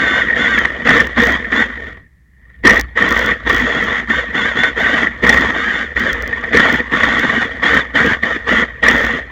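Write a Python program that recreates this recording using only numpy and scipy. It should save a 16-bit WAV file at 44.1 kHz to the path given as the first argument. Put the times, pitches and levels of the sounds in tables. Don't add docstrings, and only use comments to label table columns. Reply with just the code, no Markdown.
import sys
import numpy as np
from scipy import signal
from scipy.fft import rfft, irfft, next_fast_len
from scipy.io import wavfile
from scipy.ndimage import uniform_filter1d, map_coordinates

SR = 44100
rng = np.random.default_rng(int(sys.argv[2]) if len(sys.argv) > 2 else 0)


def wrap_up_sound(samples):
    columns = np.atleast_2d(samples).T
    tamed = np.clip(columns, -1, 1)
    steps = np.round(tamed * 32767).astype(np.int16)
    wavfile.write(sys.argv[1], SR, steps)


N = 410571

# (time [s], level change [dB])
HALT = [(1.89, -0.5), (2.0, -20), (2.11, -41), (2.28, -44), (2.5, -23), (2.625, -27.5), (2.64, -3)]
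# (time [s], length [s], relative boom level [dB], relative tick level [dB])
BUMPS = [(0.589, 0.011, -30.5, -25.5), (0.934, .14, -31, -34.5), (1.22, .11, -27, -26),
         (2.677, .145, -25, -21), (3.091, .18, -29, -26), (3.496, .125, -26.5, -25), (3.841, .01, -34, -32),
         (4.161, .01, -30.5, -38.5), (4.801, .04, -35, -35), (5.275, .145, -25.5, -26.5),
         (5.997, .01, -29.5, -28), (6.131, .01, -29.5, -24), (6.224, .01, -30.5, -28.5),
         (6.277, .01, -30.5, -30), (6.567, .01, -29, -30.5), (6.727, .04, -31.5, -24.5),
         (7.053, 0.011, -30, -35), (7.195, .01, -37, -25), (7.746, .01, -30, -27), (8.063, .01, -30.5, -28),
         (8.56, .01, -29, -37.5), (8.879, .19, -29.5, -29)]
# (frequency [Hz], level [dB])
GEAR_CASE = [(60, -68.5), (300, -29.5), (900, -18.5), (1150, -6), (1300, -1.5), (1520, 2.5), (1750, 8),
             (2150, -4), (2450, -20), (2800, -12.5), (3500, -3.5), (3850, -24.5), (7000, -23), (8000, -44),
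             (16000, -55)]


def amp(db):
    return 10 ** (np.asarray(db) / 20)


def unit(x):
    return x / np.sqrt(np.mean(x ** 2) + 1e-20)


def steady(x, size=2600):
    power = uniform_filter1d(uniform_filter1d(x ** 2, size), size // 2)
    return x / np.sqrt(np.abs(power) + 1e-12)


def along(points, hz):
    f, db = np.transpose(points)
    return amp(np.interp(np.log(hz + 1), np.log(f + 1), db))


def peaks(modes, hz):
    return np.sqrt(sum(amp(db) ** 2 / (1 + (2 * (hz - f) / width) ** 2) for f, width, db in modes))


def curves(rows):
    s, *cols = np.transpose(rows)
    return [np.interp(np.arange(N) / SR, s, c) for c in cols]


def wobble(rate):
    knots = rng.standard_normal(int(N * rate / SR) + 4)
    return map_coordinates(knots, [np.arange(N) * rate / SR])


def response(gain, size=8192):
    cepstrum = irfft(np.log(gain(np.fft.rfftfreq(size, 1 / SR)) + 1e-6))
    cepstrum[1:size // 2] *= 2
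    cepstrum[size // 2 + 1:] = 0
    h = irfft(np.exp(rfft(cepstrum)))
    return h / np.linalg.norm(h)


def coloured(points):
    return response(lambda hz: along(points, hz))


def through(x, h):
    return signal.fftconvolve(x, h)[:N]


def strikes(rows):
    s, db = np.transpose(rows)
    return np.bincount(np.round(np.abs(s) * SR).astype(int), amp(db), N)[:N]


def drive():
    # (on [s], off [s], relative chatter level at start [dB], at end [dB],
    # while coasting [dB], gear mesh rate aimed for [Hz], relative whine level [dB])
    squeezes = [(0.0, 0.197, -20, -19, -26.5, 750.6, 0.0), (0.349, 0.612, -19, -20, -29.5, 748, 0.0),
                (0.841, 1.013, -12.5, -15, -33.5, 657.5, -4.0),
                (1.156, 1.352, -12.5, -20.5, -32.5, 616.5, -1.0),
                (1.498, 1.624, -19, -18, -34.5, 731, -3.0), (2.628, 2.796, -8, -17.5, -49, 540.0, -3.0),
                (2.947, 3.318, -15, -17.5, -36.5, 689, -8.0),
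                (3.446, 4.002, -15.5, -20.0, -38.5, 659, -2.0),
                (4.072, 4.201, -18.0, -19.0, -31, 740.0, -2.0),
                (4.328, 4.487, -17, -18.5, -27, 765.3, -1.0), (4.549, 4.686, -16, -18, -39, 713.4, -2.0),
                (4.751, 5.044, -17, -15.5, -34.5, 729.8, -5.0),
                (5.211, 5.506, -12.0, -17, -29.5, 670.3, -6.0), (5.535, 5.823, -19, -20.5, -36, 798, -1.5),
                (5.946, 6.085, -20.5, -16.5, -26.5, 809.5, -3.0),
                (6.519, 6.789, -8, -18, -32.5, 660.0, -7.0), (6.905, 7.434, -15, -17.0, -30.5, 724.4, -6.0),
                (7.612, 7.798, -13, -14.0, -37, 738.4, -6.0), (7.932, 8.135, -12.5, -15, -40, 786.3, -7.0),
                (8.213, 8.353, -19, -20.5, -37, 597.6, 2.5), (8.455, 8.624, -14, -14, -39.5, 690.0, -4.0),
                (8.812, 9.184, -11.5, -21.5, -40.5, 648.6, -2.5)]
    # (time [s], Gaussian half length [s], mesh rate lost [Hz])
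    snags = [(.11, 0.089, 48.07), (0.461, 0.023, 74.9), (.6, .055, 115), (3.891, 0.028, 64.26),
             (4.427, 0.027, 84.8), (5.03, 0.056, 60.14), (5.609, .035, 50.2), (5.761, 0.046, 94.7),
             (6.109, .045, 85.3), (7.063, 0.075, 60.05)]
    attack_s, release_s = .0255, .044
    spin_up_s, coast_s, start_hz = .033, .3, 747.7
    drag_share, drag_per_s = .03, 18
    free_hz, whine_db_per_hz, strained_db = 689.8, .09, -14

    chatter_db = np.full(N, float(squeezes[0][2]))
    mesh_hz = np.full(N, float(start_hz))
    whine_db = np.zeros(N)
    for on, off, start_db, end_db, coast_db, aim_hz, tone_db in squeezes:
        i = max(round(on * SR), 0)
        t = np.arange(min(N - i, 2 * SR)) / SR
        span = slice(i, i + len(t))
        held_s = np.minimum(t, off - on)
        released_s = np.maximum(t - (off - on), 0)
        push_db = np.interp(t, [0, attack_s, off - on], [chatter_db[i], start_db, end_db])
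        chatter_db[span] = coast_db + (push_db - coast_db) * np.exp(-released_s / release_s)
        spun_hz = aim_hz + (mesh_hz[i] - aim_hz) * np.exp(-held_s / spin_up_s)
        mesh_hz[span] = spun_hz * np.exp(-released_s / coast_s)
        whine_db[span] = tone_db + (whine_db[i] - tone_db) * np.exp(-t / attack_s)

    shortfall_hz = np.maximum(free_hz - mesh_hz, 0)
    free_db = np.clip(whine_db - whine_db_per_hz * shortfall_hz, strained_db, 0)
    t = np.arange(N) / SR
    sag_hz = sum(lost_hz * np.exp(-((t - s) / half_s) ** 2) for s, half_s, lost_hz in snags)
    drag = 1 + drag_share * (1 - amp(free_db)) * wobble(drag_per_s)
    return chatter_db + curves(HALT)[0], (mesh_hz - sag_hz) * drag, free_db


def track(mesh_hz, chatter_db, ring_db, thump_db, thump_growth):
    # (frequency [Hz], level [dB])
    flex_points = [(20, -62), (60, -25), (120, -15.5), (200, -2), (270, 3.5), (370, -1.5), (650, -11),
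                   (2000, -50)]
    force = chatter(mesh_hz, teeth_per_lug=11, contact_rate=600, scatter_db=2.0, slap_db=1.5, grind_db=-3.5)
    panels = spots(through(force, shell()), patchy_db=4)
    body = amp(chatter_db) * steady(panels)
    ring = amp(ring_db - 1.0) * steady(through(force, loose_part()))
    uneven_force = force * amp(8.8 * wobble(35))
    flex = steady(through(uneven_force, coloured(flex_points)), size=5000)
    strain_db = np.maximum(chatter_db + 16, -12)
    return body + ring + amp(chatter_db + thump_db + thump_growth * strain_db) * flex


def chatter(mesh_hz, teeth_per_lug, contact_rate, scatter_db, slap_db, grind_db):
    lug_hz = mesh_hz / teeth_per_lug * np.exp(.25 * wobble(45))
    lugs = np.cumsum(lug_hz) / SR
    slap = amp(slap_db * (np.cos(2 * np.pi * lugs) + 1.26 * wobble(70)))
    contacts = (rng.random(N) < contact_rate / SR) * amp(scatter_db * rng.standard_normal(N))
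    return slap * (unit(contacts) + amp(grind_db) * rng.standard_normal(N))


def shell():
    # (frequency [Hz], level [dB])
    broad = [(15, -58.5), (40, -36), (100, -6), (280, -7), (420, -1.5), (750, -4), (1100, 0), (1600, 0.5),
             (2150, -5), (2500, -14), (3550, -12), (3850, -19.5), (7100, -37), (7900, -38), (16000, -57.5)]
    # (frequency [Hz], width [Hz], level over the broad curve [dB])
    modes = [(233.7, 21, 17.5), (477.2, 32.3, 11), (648, 31, 4.5), (1153, 24, 4), (1520, 30, -5),
             (3050, 740, 3), (5540, 250, -43)]
    return response(lambda hz: along(broad, hz) * (1 + peaks(modes, hz)))


def loose_part():
    # (frequency [Hz], level [dB])
    band = [(600, -31), (1500, -11.5), (1800, 12.5), (2050, -1), (2500, -3), (5000, -40.5)]
    # (frequency [Hz], width [Hz], level over the band curve [dB])
    modes = [(1870, 100, -6), (1940, 196, -5.5)]
    return response(lambda hz: along(band, hz) * peaks(modes, hz))


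def spots(x, patchy_db, size=5):
    z = signal.stft(x, nperseg=512)[2]
    across_bins = uniform_filter1d(rng.standard_normal(z.shape), size - 2, 0)
    field = uniform_filter1d(across_bins, size, 1)
    return signal.istft(z * amp(patchy_db * unit(field)), nperseg=512)[1][:N]


def gears(mesh_hz, chatter_db, free_db, lurch, jitter, flutter_db):
    # (multiple of mesh rate, relative level [dB])
    tones = [(1.071, 0), (1.6, -2), (2, -2), (2.142, 0), (3, 2), (4, -1), (5, 2), (6, 0), (10, -2)]
    load = np.clip(1 - amp(free_db), 0, 1)
    rate_hz = mesh_hz * (1 + lurch * load * wobble(28) + jitter * wobble(120))
    turn = 2 * np.pi * np.cumsum(rate_hz) / SR
    whine = np.zeros(N)
    for k, db in tones:
        backlash_rad = (.2 + 1.1 * load) * wobble(220)
        level_db = db + flutter_db * (.5 + 2 * load) * wobble(45)
        whine += along(GEAR_CASE, k * rate_hz) * amp(level_db) * np.sin(k * turn + backlash_rad)
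    whine *= amp(chatter_db + .9 * free_db - 1) * rate_hz / 700
    buzz = teeth(rate_hz, spacing_error=.1, timing_jitter=.03, size_db=3, count=14)
    return whine + amp(chatter_db + 0.31 * free_db - 1) * buzz


def teeth(mesh_hz, spacing_error, timing_jitter, size_db, count):
    passed = np.cumsum(mesh_hz) / SR
    k = np.arange(int(passed[-1]))
    tooth = k % count
    spacing = spacing_error * rng.standard_normal(count)[tooth]
    offset = spacing + timing_jitter * rng.standard_normal(len(k))
    s = np.interp(k + offset, passed, np.arange(N) / SR)
    db = size_db * (rng.standard_normal(count)[tooth] + rng.standard_normal(len(k)))
    return steady(through(strikes(np.transpose([s, db])), coloured(GEAR_CASE)))


def knocks(bounce_s, ring_db, shell_db):
    # (time [s], relative peak level [dB], shell thump relative to it [dB])
    blows = [(0.218, -3, -25), (0.282, -5, -27.5), (0.299, -1.5, -22), (0.326, -2, -24), (0.576, 1, -21),
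             (0.649, 0.5, -13.5), (0.887, 0.5, -19), (0.995, 3, -17), (1.197, 3.5, -17.5),
             (1.445, -6.5, -25), (1.522, -1, -19), (1.615, -4, -17.5), (1.97, -26, -12), (2.648, -0.5, -19),
             (2.668, 8.5, -16.5), (2.694, 6, -20), (2.706, 3.5, -13), (2.764, 1, -19.5), (2.972, 1.5, -18),
             (3.018, 2.5, -18.5), (3.164, 0, -17.5), (3.288, -1.5, -17.5), (3.314, -2, -22),
             (3.498, 1, -10.5), (4.099, -1.5, -16.5), (4.634, 1, -12), (4.861, 0.5, -17),
             (5.069, 0.5, -23.5), (5.264, 2.5, -16.5), (5.291, 8.5, -17.5), (5.325, 2.5, -19.5),
             (5.37, 0, -17.5), (5.965, -2.5, -30), (6.327, -3, -21), (6.437, -7, -12.5), (6.531, -1.5, -13),
             (6.57, 4, -15.5), (6.739, -1.5, -17), (6.794, -5.5, -12.5), (7.032, 2.5, -11.5),
             (7.627, -6.5, -15), (7.767, 1.5, -12.5), (8.233, 0, -16), (8.829, -1, -16.5),
             (8.881, 5.5, -16)]
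    out = np.zeros(N + SR)
    t = np.arange(SR // 20) / SR
    ring, panel = loose_part(), shell()
    for s, db, thump_db in blows:
        flurry = rng.standard_normal(len(t)) * np.exp(-(t / bounce_s) ** 2)
        for body, gain_db in (ring, ring_db), (panel, shell_db + thump_db):
            blow = signal.fftconvolve(flurry, body)
            out[round(s * SR):][:len(blow)] += amp(db + gain_db) * blow / np.abs(blow).max()
    return out[:N]


def ticks(later_db, scatter_db, scatter_s):
    # (frequency [Hz], level [dB])
    colour = [(1500, -35), (3500, 5.5), (6000, 11.5), (9000, -9), (12500, -10.5), (14200, 3.5), (16000, 0)]
    bounce_hz = 58.7
    hits = [(s, db) for s, _, _, db in BUMPS]
    for s, length_s, _, db in BUMPS:
        for k in range(1, 1 + int(abs(length_s) * bounce_hz)):
            late, size = rng.uniform(-1.1, 1, 2)
            hits.append((s + k / bounce_hz + scatter_s * late, db + later_db + scatter_db * size))
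    return amp(18.5) * through(strikes(hits), coloured(colour))


def sway(halt_share):
    # (frequency [Hz], level [dB])
    springs = [(18, -21), (38, -27), (60, 4), (85, -12), (150, -20.5), (300, -30), (600, -50), (2000, -90)]
    roll_db, fade_s = -35.5, .042
    t = np.arange(N) / SR
    power = amp(roll_db + halt_share * curves(HALT)[0]) ** 2
    for s, length_s, db, _ in BUMPS:
        outside_s = np.maximum(np.abs(t - s - length_s / 2) - length_s / 2, 0)
        power = power + amp(db) ** 2 * np.exp(-(outside_s / fade_s) ** 2)
    boom = through(rng.standard_normal(N), coloured(springs))
    return amp(0.5) * np.sqrt(power) * steady(boom, size=4400)


def air():
    # (frequency [Hz], level [dB])
    floor = [(59, -28.5), (100, 4), (160, -0.5), (583, -28.5), (1550, -25), (1830, -10.5), (2630, -33.5),
             (16000, -40)]
    return amp(-56.5) * unit(through(rng.standard_normal(N), coloured(floor)))


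def scene():
    chatter_db, mesh_hz, free_db = drive()
    ring_db = -0.28 + 0.81 * chatter_db + 1.24 * wobble(30)
    ease_db = 3 * amp(free_db)
    rattle = track(mesh_hz, chatter_db - ease_db + 1.5, ring_db - 0.21 * ease_db, thump_db=-9.0, thump_growth=0.3)
    whine = gears(mesh_hz, chatter_db - .3, free_db, lurch=.045, jitter=.004, flutter_db=2.5)
    blows = knocks(bounce_s=0.0096, ring_db=-3, shell_db=6.0)
    clicks = ticks(later_db=-2.5, scatter_db=6.5, scatter_s=0.0011)
    return (rattle + whine + blows + clicks + sway(halt_share=.37) + air())[None]


def record(dry, top=1.0, hardness=7, top_hz=16000):
    clipped = dry / (1 + np.abs(dry / top) ** hardness) ** (1 / hardness)
    m = next_fast_len(N + SR // 2)
    passband = np.fft.rfftfreq(m, 1 / SR) < top_hz
    return irfft(rfft(clipped, m) * passband, m)[:, :N]


dry = scene()
out = record(dry)
wrap_up_sound(out)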